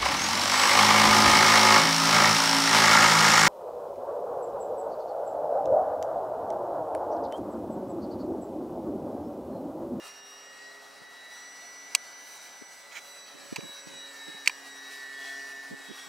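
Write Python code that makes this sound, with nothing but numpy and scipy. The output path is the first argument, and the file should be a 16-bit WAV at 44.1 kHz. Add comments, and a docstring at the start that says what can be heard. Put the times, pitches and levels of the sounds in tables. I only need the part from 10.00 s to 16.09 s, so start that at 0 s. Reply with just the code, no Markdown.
"""A motor's whine over a propeller's swish: a small electric model plane crosses a field and climbs away.
Magnets passing the stator make the whine; the blades hum and tear the air; the speed controller whistles.
The ground echo's changing lag makes the tones pulse and sweeps a comb through the swish.
Over a faint wash of open air, wind puffs at the two microphone ports of a hand-held camera,
whose plastic shell clicks and is rubbed by a finger. Near the end the rushing air whistles twice."""
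import sys
import numpy as np
from scipy import signal
from scipy.fft import rfft, irfft
from scipy.io import wavfile
from scipy.ndimage import uniform_filter1d, map_coordinates

SR = 44100
rng = np.random.default_rng(int(sys.argv[2]) if len(sys.argv) > 2 else 0)


def generate_wav(sig):
    """Save sig (samples, or channels by samples) to the path in sys.argv[1] as 16-bit PCM at SR."""
    pcm = np.round(np.clip(np.atleast_2d(sig).T, -1, 1) * 32767).astype(np.int16)
    wavfile.write(sys.argv[1], SR, pcm)


N = 268466
TIME = np.arange(N) / SR


def amp(db):
    """Decibels to gain."""
    return 10 ** (np.asarray(db) / 20)


def unit_rms(x):
    """Scales to rms 1."""
    return x / np.sqrt(np.mean(x ** 2) + 1e-20)


def curves(rows, t=TIME):
    """Each column after the first, interpolated over time."""
    times_s, *columns = np.transpose(rows)
    return [np.interp(t, times_s, column) for column in columns]


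def colour(x, spectrum):
    """Filters x by (Hz, dB) points, interpolated over log frequency."""
    size = x.shape[-1]
    points_hz, points_db = np.transpose(spectrum)
    hz = np.fft.rfftfreq(size, 1 / SR)
    gain_db = np.interp(np.log(hz + 1), np.log(points_hz), points_db)
    return irfft(rfft(x) * amp(gain_db), size)


def wander(rate_hz):
    """Slow random drift, rms 1."""
    hz = np.fft.rfftfreq(N, 1 / SR)
    return unit_rms(irfft(rfft(rng.standard_normal(N)) / (1 + (hz / rate_hz) ** 4), N))


def bump(t, peak_s, length_s):
    """One smooth rise and fall, height 1."""
    return np.cos(np.pi * np.clip((t - peak_s) / length_s, -.5, .5)) ** 2


def delayed(x, lag_ms):
    """Delays x by a steady or moving lag."""
    return map_coordinates(x, [(TIME - lag_ms / 1000) * SR], order=3)


def panned(x, balance_db):
    """Stereo; positive balance leans left."""
    return x * amp([[balance_db / 2], [-balance_db / 2]])


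def add(mix, start_s, sound):
    """Adds a stereo sound to the mix."""
    part = mix[:, max(round(start_s * SR), 0):][:, :sound.shape[1]]
    part += sound[:, :part.shape[1]]


# Each row: time in seconds, shaft speed and switching tone as heard in Hz, ground echo lag in ms.
FLIGHT = [(0.0, 134.29, 7668, 1.569), (0.6, 136.18, 7754, 1.509), (1.25, 138.93, 7864, 1.46),
          (1.5, 139.78, 7903, 1.418), (2.1, 141.26, 7965, 1.355), (2.4, 141.1, 7962, 1.323),
          (3.1, 141.1, 7943, 1.482), (3.5, 140.06, 7887, 1.654), (3.75, 139.25, 7855, 1.834),
          (4.0, 138.29, 7837, 2.059), (4.25, 138.1, 7826, 2.296), (4.55, 137.44, 7804, 2.439),
          (4.8, 136.94, 7802, 2.623), (5.2, 137.11, 7784, 2.699), (5.4, 137.46, 7789, 2.728),
          (5.6, 137.12, 7776, 2.756), (5.8, 136.8, 7756, 2.71), (6.09, 134.4, 7712, 2.586)]
SHAFT_HZ, SWITCHING_HZ, GROUND_LAG_MS = curves(FLIGHT)


def shaft_angle(jitter=0.00067):
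    """Shaft angle in radians; gusts on the propeller shake its speed a little."""
    return 2 * np.pi * np.cumsum(SHAFT_HZ * (1 + jitter * wander(34))) / SR


def echoed_tone(phase, levels, reflection):
    """A tone plus its ground echo; it pulses as the changing lag turns them in and out of step."""
    hz = np.gradient(phase) * SR / (2 * np.pi)
    lag_rad = 2 * np.pi * hz * GROUND_LAG_MS / 1000
    phase = phase + 2 * np.pi * rng.random()
    return np.sqrt(2) * amp(curves(levels)[0]) * (np.sin(phase) + reflection * np.sin(phase - lag_rad))


def flutter(depth_db, port_db):
    """Gain at the two ports after a path through moving air."""
    return amp(depth_db * wander(20) + port_db * wander(4.8) * np.array([[1], [-1]]))


# Keyed by order (multiple of shaft speed). Each row: time in seconds, direct level in dB.
WHINE_LEVELS = {13: [(0, -60), (.9, -66), (1.35, -53), (2.7, -85), (4.3, -53), (4.9, -50), (5.35, -45.5),
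                (5.7, -51.5), (6.09, -60)], 14: [(0, -88), (.65, -52), (.9, -61), (1.35, -54), (2.3, -53),
                (3.4, -67.5), (4.65, -56), (5.38, -47.5), (5.7, -55), (6.09, -58)], 21: [(0, -49),
                (.55, -60.5), (.85, -70.5), (3.1, -85), (3.7, -67.5), (5.3, -64), (6.09, -85)],
                28: [(0, -76), (.3, -64.5), (.7, -74.5), (1.3, -52.5), (2.2, -65), (3.3, -58.5),
                (3.75, -50.5), (4.3, -52), (5.1, -59.5), (5.6, -52), (6.09, -63.5)], 42: [(0, -61),
                (.3, -53), (.6, -59.5), (1.3, -62.5), (1.33, -49.5), (1.85, -55), (2.85, -57.5), (3.4, -59),
                (4, -56), (4.23, -65), (4.5, -57), (5.15, -61), (5.4, -53.5), (5.7, -68), (6.09, -56.5)]}
# Ground echo gain per order, 0 to 1.
WHINE_REFLECTION = {13: .8, 14: .75, 21: .75, 28: .8, 42: .5}


def whine(angle, flutter_db=1.23, port_db=0.7):
    """Fourteen magnets pass the stator teeth; each tone is directional and swells as the plane turns."""
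    return sum(echoed_tone(order * angle, levels, WHINE_REFLECTION[order]) * flutter(flutter_db, port_db)
               for order, levels in WHINE_LEVELS.items())


# Each row: peak time in seconds, length in seconds, swish boost in dB, extra hiss in dB.
FLARES = [(.075, 0.17, 7, 2.5), (.3, 0.29, 0, 3.5), (0.64, 0.29, 5, -4), (2.302, 0.37, 1, 5),
          (2.45, .14, 4, 2.5), (2.76, 0.22, 1.5, 3), (3.097, .3, 0, 6), (3.7, 0.21, -1, 5),
          (4.943, 0.12, 4.5, 1.5), (5.263, 0.21, 6.5, -2.5), (5.408, 0.2, 4.5, -2.5),
          (6.004, 0.12, 5, -0.5)]


def flares(t):
    """The propeller meets rough air: dB added to the swish and to its hiss."""
    return sum(np.outer([db, hiss_db], bump(t, peak_s, length_s))
               for peak_s, length_s, db, hiss_db in FLARES)


# Each row: frequency in Hz, relative density in dB.
SWISH_SPECTRUM = [(120, -34.5), (200, -23), (407, -18.5), (446, -15.5), (677, -10), (1300, -8.5),
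                  (1840, -8.5), (2090, -7), (3610, -12.5), (3890, -6.5), (5390, -8), (5910, -11),
                  (6240, -12), (8050, -15.5), (15500, -29)]
# Each row: time in seconds, relative levels of swish and low roar in dB.
AIR_LEVELS = [(0, -49.5, -41.5), (1.1, -49, -43.5), (1.35, -46.5, -43.5), (2.15, -45, -39.5),
              (2.6, -47, -44.5), (3.6, -45, -41.5), (4.5, -43.5, -40.5), (6.09, -44, -40.5)]


def swish(angle, level_db=-9.0, patchy_db=1.5, flicker_db=1.3, chop=0.1,
          roar_hz=1700, roar_flare_share=0.32, hiss_hz=7800, hiss_db=4):
    """Turbulence from the blades, in drifting patches, throbbing as each blade comes round."""
    noise = unit_rms(colour(rng.standard_normal(N), SWISH_SPECTRUM))
    hz, t, bins = signal.stft(noise, SR, nperseg=512, noverlap=384)
    swish_db, roar_db = curves(AIR_LEVELS, t)
    flare_db, flare_hiss_db = flares(t)
    low = 1 / (1 + (hz[:, None] / roar_hz) ** 6)
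    high = 1 - 1 / (1 + (hz[:, None] / hiss_hz) ** 8)
    bands_db = (low * (roar_db + roar_flare_share * flare_db)
                + (1 - low) * (swish_db + flare_db)
                + high * (hiss_db + flare_hiss_db))
    patches = uniform_filter1d(rng.standard_normal(bins.shape), size=7, axis=0)
    patches = unit_rms(uniform_filter1d(patches, size=24, axis=1))
    gain = amp(level_db + bands_db + patchy_db * patches)
    air = signal.istft(bins * gain, SR, nperseg=512, noverlap=384)[1][:N]
    throb = 1 + chop * np.cos(2 * angle)
    return air * amp(flicker_db * wander(14.6)) * throb


# Each row: shaft order, level in dB relative to the swish column of AIR_LEVELS.
BUZZ_ORDERS = [(11, -24.5), (12, -19), (15, -27.5), (16, -23), (24, -31.5)]


def buzz(angle, flutter_db=1.0):
    """The motor's weak orders, swelling with the swish."""
    tones = sum(amp(db + flutter_db * wander(11.0)) * np.sin(order * angle + 2 * np.pi * rng.random())
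                for order, db in BUZZ_ORDERS)
    return np.sqrt(2) * amp(curves(AIR_LEVELS)[0]) * tones


# Each row: frequency in Hz, reflection in dB.
GRASS_REFLECTION = [(200, -8), (1000, -6.5), (3000, -6), (8000, -10.5), (13000, -17)]


def with_echoes(x, far_gain=0.06):
    """Grass returns a duller copy, later as the plane climbs; a farther surface returns a faint one."""
    ground = colour(delayed(x, GROUND_LAG_MS), GRASS_REFLECTION)
    far_lag_ms = 6.9 + .16 * GROUND_LAG_MS
    return x + ground + far_gain * delayed(x, far_lag_ms)


# Keyed by shaft order. Each row: time in seconds, direct level in dB.
HUM_LEVELS = {2: [(0, -70.5), (1.9, -68), (2.6, -83), (4, -62.5), (6.09, -64.5)], 3: [(0, -62), (.7, -63.5),
              (3.1, -71.5), (4.7, -70), (5.35, -65.5), (6.09, -71)], 4: [(0, -66.5), (1.9, -79.5),
              (3.7, -62.5), (6.09, -81)], 5: [(0, -80), (1.2, -70.5), (2, -73), (4.8, -88), (5.35, -59),
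              (6.09, -80)]}


def hum(angle, flutter_db=2.2, reflection=0.52):
    """Low, fluttering tones of the turning propeller."""
    return sum(echoed_tone(order * angle, levels, reflection) * amp(flutter_db * wander(4.0))
               for order, levels in HUM_LEVELS.items())


# Each row: time in seconds, direct level in dB.
SWITCHING_LEVELS = [(0, -77), (.65, -64), (.9, -74), (1.25, -75), (1.35, -60), (2.2, -81), (2.8, -63.5),
                    (3.9, -59.5), (5.8, -71), (6.04, -62)]


def speed_controller(reflection=0.68):
    """The chopped motor current whistles thinly; only the plane's motion bends its pitch."""
    phase = 2 * np.pi * np.cumsum(SWITCHING_HZ) / SR
    return echoed_tone(phase, SWITCHING_LEVELS, reflection)


# Each row: frequency in Hz, side relative to mid in dB.
STEREO_WIDTH = [(100, 7.5), (400, -1.5), (1200, -7.5), (2400, -7.5), (4400, -10.5), (8100, -8.5),
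                (15000, -4)]


def plane(balance_db=-0.6):
    """Motor, propeller and rushing air; part of the swish differs between the ports."""
    angle = shaft_angle()
    mid = with_echoes(swish(angle) + buzz(angle)) + hum(angle) + speed_controller() + air_whistle()
    side = colour(swish(angle), STEREO_WIDTH)
    return panned(whine(angle) + np.array([mid + side, mid - side]), balance_db)


# Each row: frequency in Hz, relative density in dB.
FIELD_SPECTRUM = [(25, -12), (60, -15), (120, -11.5), (220, -1.5), (450, 2), (900, 6.5), (2000, -1),
                  (5000, -12), (10000, -33.5), (16000, -36)]


def field(level_db=-57):
    """Faint wash of open air, wide in the bass."""
    mid, side = colour(rng.standard_normal((2, N)), FIELD_SPECTRUM)
    side = colour(side, STEREO_WIDTH)
    return amp(level_db) * unit_rms(np.array([mid + side, mid - side]))


# Each row: peak time in seconds, length in seconds, level in dB, balance in dB.
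PUFFS = [(0.243, 0.014, -58, -3), (1.02, 0.0089, -53, 3), (2.622, 0.019, -47, 2.5), (3.355, 0.05, -58, -9),
         (3.432, 0.24, -63, -7), (3.529, 0.015, -33.5, 2), (3.589, 0.017, -37, -3),
         (3.646, 0.074, -48, -4.5), (3.698, 0.034, -55.5, -4), (3.876, 0.025, -48, -5),
         (3.94, 0.28, -59, -1), (4.288, 0.048, -48, -2), (4.351, 0.024, -58, -15),
         (5.726, 0.069, -43.5, -1), (5.807, 0.022, -54, 8), (5.906, 0.063, -48, -6),
         (6.079, 0.038, -55.5, -1)]
# Each row: frequency in Hz, relative density in dB.
PUFF_SPECTRUM = [(30, -38), (80, -29), (150, -2.5), (250, -1), (400, -2), (550, -13.5), (900, -34),
                 (2500, -58)]


def wind(mid_gain=0.4):
    """Eddies push the two ports mostly in opposite directions, as short low thuds."""
    out = np.zeros((2, N))
    t = np.arange(SR // 4) / SR
    centre_s = t.mean()
    for peak_s, length_s, db, balance_db in PUFFS:
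        eddy = rng.standard_normal((2, len(t))) * bump(t, centre_s, length_s)
        side, mid = colour(eddy, PUFF_SPECTRUM)
        ports = mid_gain * unit_rms(mid) + unit_rms(side) * np.array([[1], [-1]])
        puff = unit_rms(ports) * np.sqrt(length_s / t[-1])  # energy grows with length
        add(out, peak_s - centre_s, panned(amp(db) * puff, balance_db))
    return out


# Each row: mode frequency in Hz, bandwidth in Hz, relative level in dB.
SHELL_MODES = [(980, 133, -5.5), (1630, 780, -8.5), (2380, 325, 6.5), (2890, 270, 0.5), (3200, 123, -3),
               (4670, 670, -4), (6560, 400, -6.5), (7700, 610, -6.5), (9440, 730, -19), (9940, 230, -17),
               (13500, 3800, -20.5)]


def shell(push, treble_db=0., knock_db=0., lowest_hz=380):
    """A push rings the camera's shell; hard contacts favour the high modes, heavy ones the lowest."""
    t = np.arange(len(push)) / SR
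    ring = np.zeros(len(t))
    for k, (hz, width_hz, db) in enumerate(SHELL_MODES):
        contact_db = treble_db * (hz > 4000) + knock_db * (k == 0)
        mode = width_hz * np.exp(-np.pi * width_hz * t) * np.sin(2 * np.pi * hz * t)
        ring += (-1) ** k * amp(db + contact_db) * mode
    highpass = signal.butter(2, lowest_hz, "high", fs=SR)  # so small a body radiates no bass
    return signal.lfilter(*highpass, signal.fftconvolve(push, ring)[:len(push)])


# Each row: start in seconds, relative strength, treble and low knock in dB, rattle T60 in seconds.
CLICKS = [(1.9494, -26, -2, 23, 0.0076), (1.9482, -19.5, -16, 9, 0.014), (1.95, -2, 11.5, 4, 0.019),
          (3.5603, -16.5, -0.5, 2, 0.036), (3.5649, -27.5, -3, 27, .018), (3.6068, -32.5, -7, 17, 0.018),
          (4.4593, -21.5, 4, 1, 0.051), (4.4745, -1, -6.5, -9.5, 0.014), (4.4768, -8, 10, 1, 0.019),
          (4.496, -20, -3, 4, 0.013), (4.499, -26, -7, 4, 0.016)]


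def clicks(rattle_gain=0.14, port_lag_ms=0.02, level_db=11.0, balance_db=-2.5):
    """Plastic parts snap: a sharp blow and a dying rattle in the shell, reaching the left port first."""
    out = np.zeros((2, N))
    t = np.arange(SR // 10) / SR
    for start_s, db, treble_db, knock_db, t60_s in CLICKS:
        rattle = rattle_gain * rng.standard_normal(len(t)) * np.exp(-np.log(1000) * t / t60_s)
        snap = shell((t == 0) + rattle, treble_db, knock_db)
        snap /= np.linalg.norm(snap)
        add(out, start_s, panned(amp(db + level_db) * snap, balance_db))
    return np.array([out[0], delayed(out[1], port_lag_ms)])


# Each row: start in seconds, length in seconds, relative level in dB.
RUBS = [(2.906, 0.047, -47.5), (2.939, 0.064, -39.5)]


def rubs(band_hz=(900, 5200), balance_db=-6.5, level_db=-1.0):
    """A finger slides on the camera: friction noise, heard directly and through the shell."""
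    out = np.zeros((2, N))
    skin = signal.butter(2, band_hz, "band", fs=SR)
    for start_s, length_s, db in RUBS:
        friction = rng.standard_normal(round(length_s * SR))
        direct = unit_rms(signal.lfilter(*skin, friction))
        rub = unit_rms(unit_rms(shell(friction)) + direct) * np.sqrt(np.hanning(len(friction)))
        add(out, start_s, panned(amp(db + level_db) * rub, balance_db))
    return out


# Each row: start in seconds, length in seconds, level at the crest in dB.
WHISTLES = [(5.127, 0.28, -50.5), (5.797, 0.34, -53.5)]


def air_whistle(centre_hz=3340, width_hz=130):
    """Rushing air whistles briefly in a narrow, breathy band as the plane climbs away."""
    hz = np.fft.rfftfreq(N, 1 / SR)
    resonance = 1 / (1 + (2 * (hz - centre_hz) / width_hz) ** 2)
    breath = unit_rms(irfft(rfft(rng.standard_normal(N)) * resonance, N))
    return breath * sum(amp(db) * np.sin(np.pi * np.clip((TIME - start_s) / length_s, 0, 1))
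                        for start_s, length_s, db in WHISTLES)


def scene():
    """The plane over the field, with wind and handling at the camera."""
    return plane() + field() + wind() + clicks() + rubs()


def record(dry):
    """Clips at full scale and limits the band."""
    cutoff_hz = 15850
    lowpass = signal.firwin(511, cutoff_hz, window=("kaiser", 9), fs=SR)
    return signal.oaconvolve(np.clip(dry, -1, 1), lowpass[None], "same")


dry = scene()
out = record(dry)
generate_wav(out)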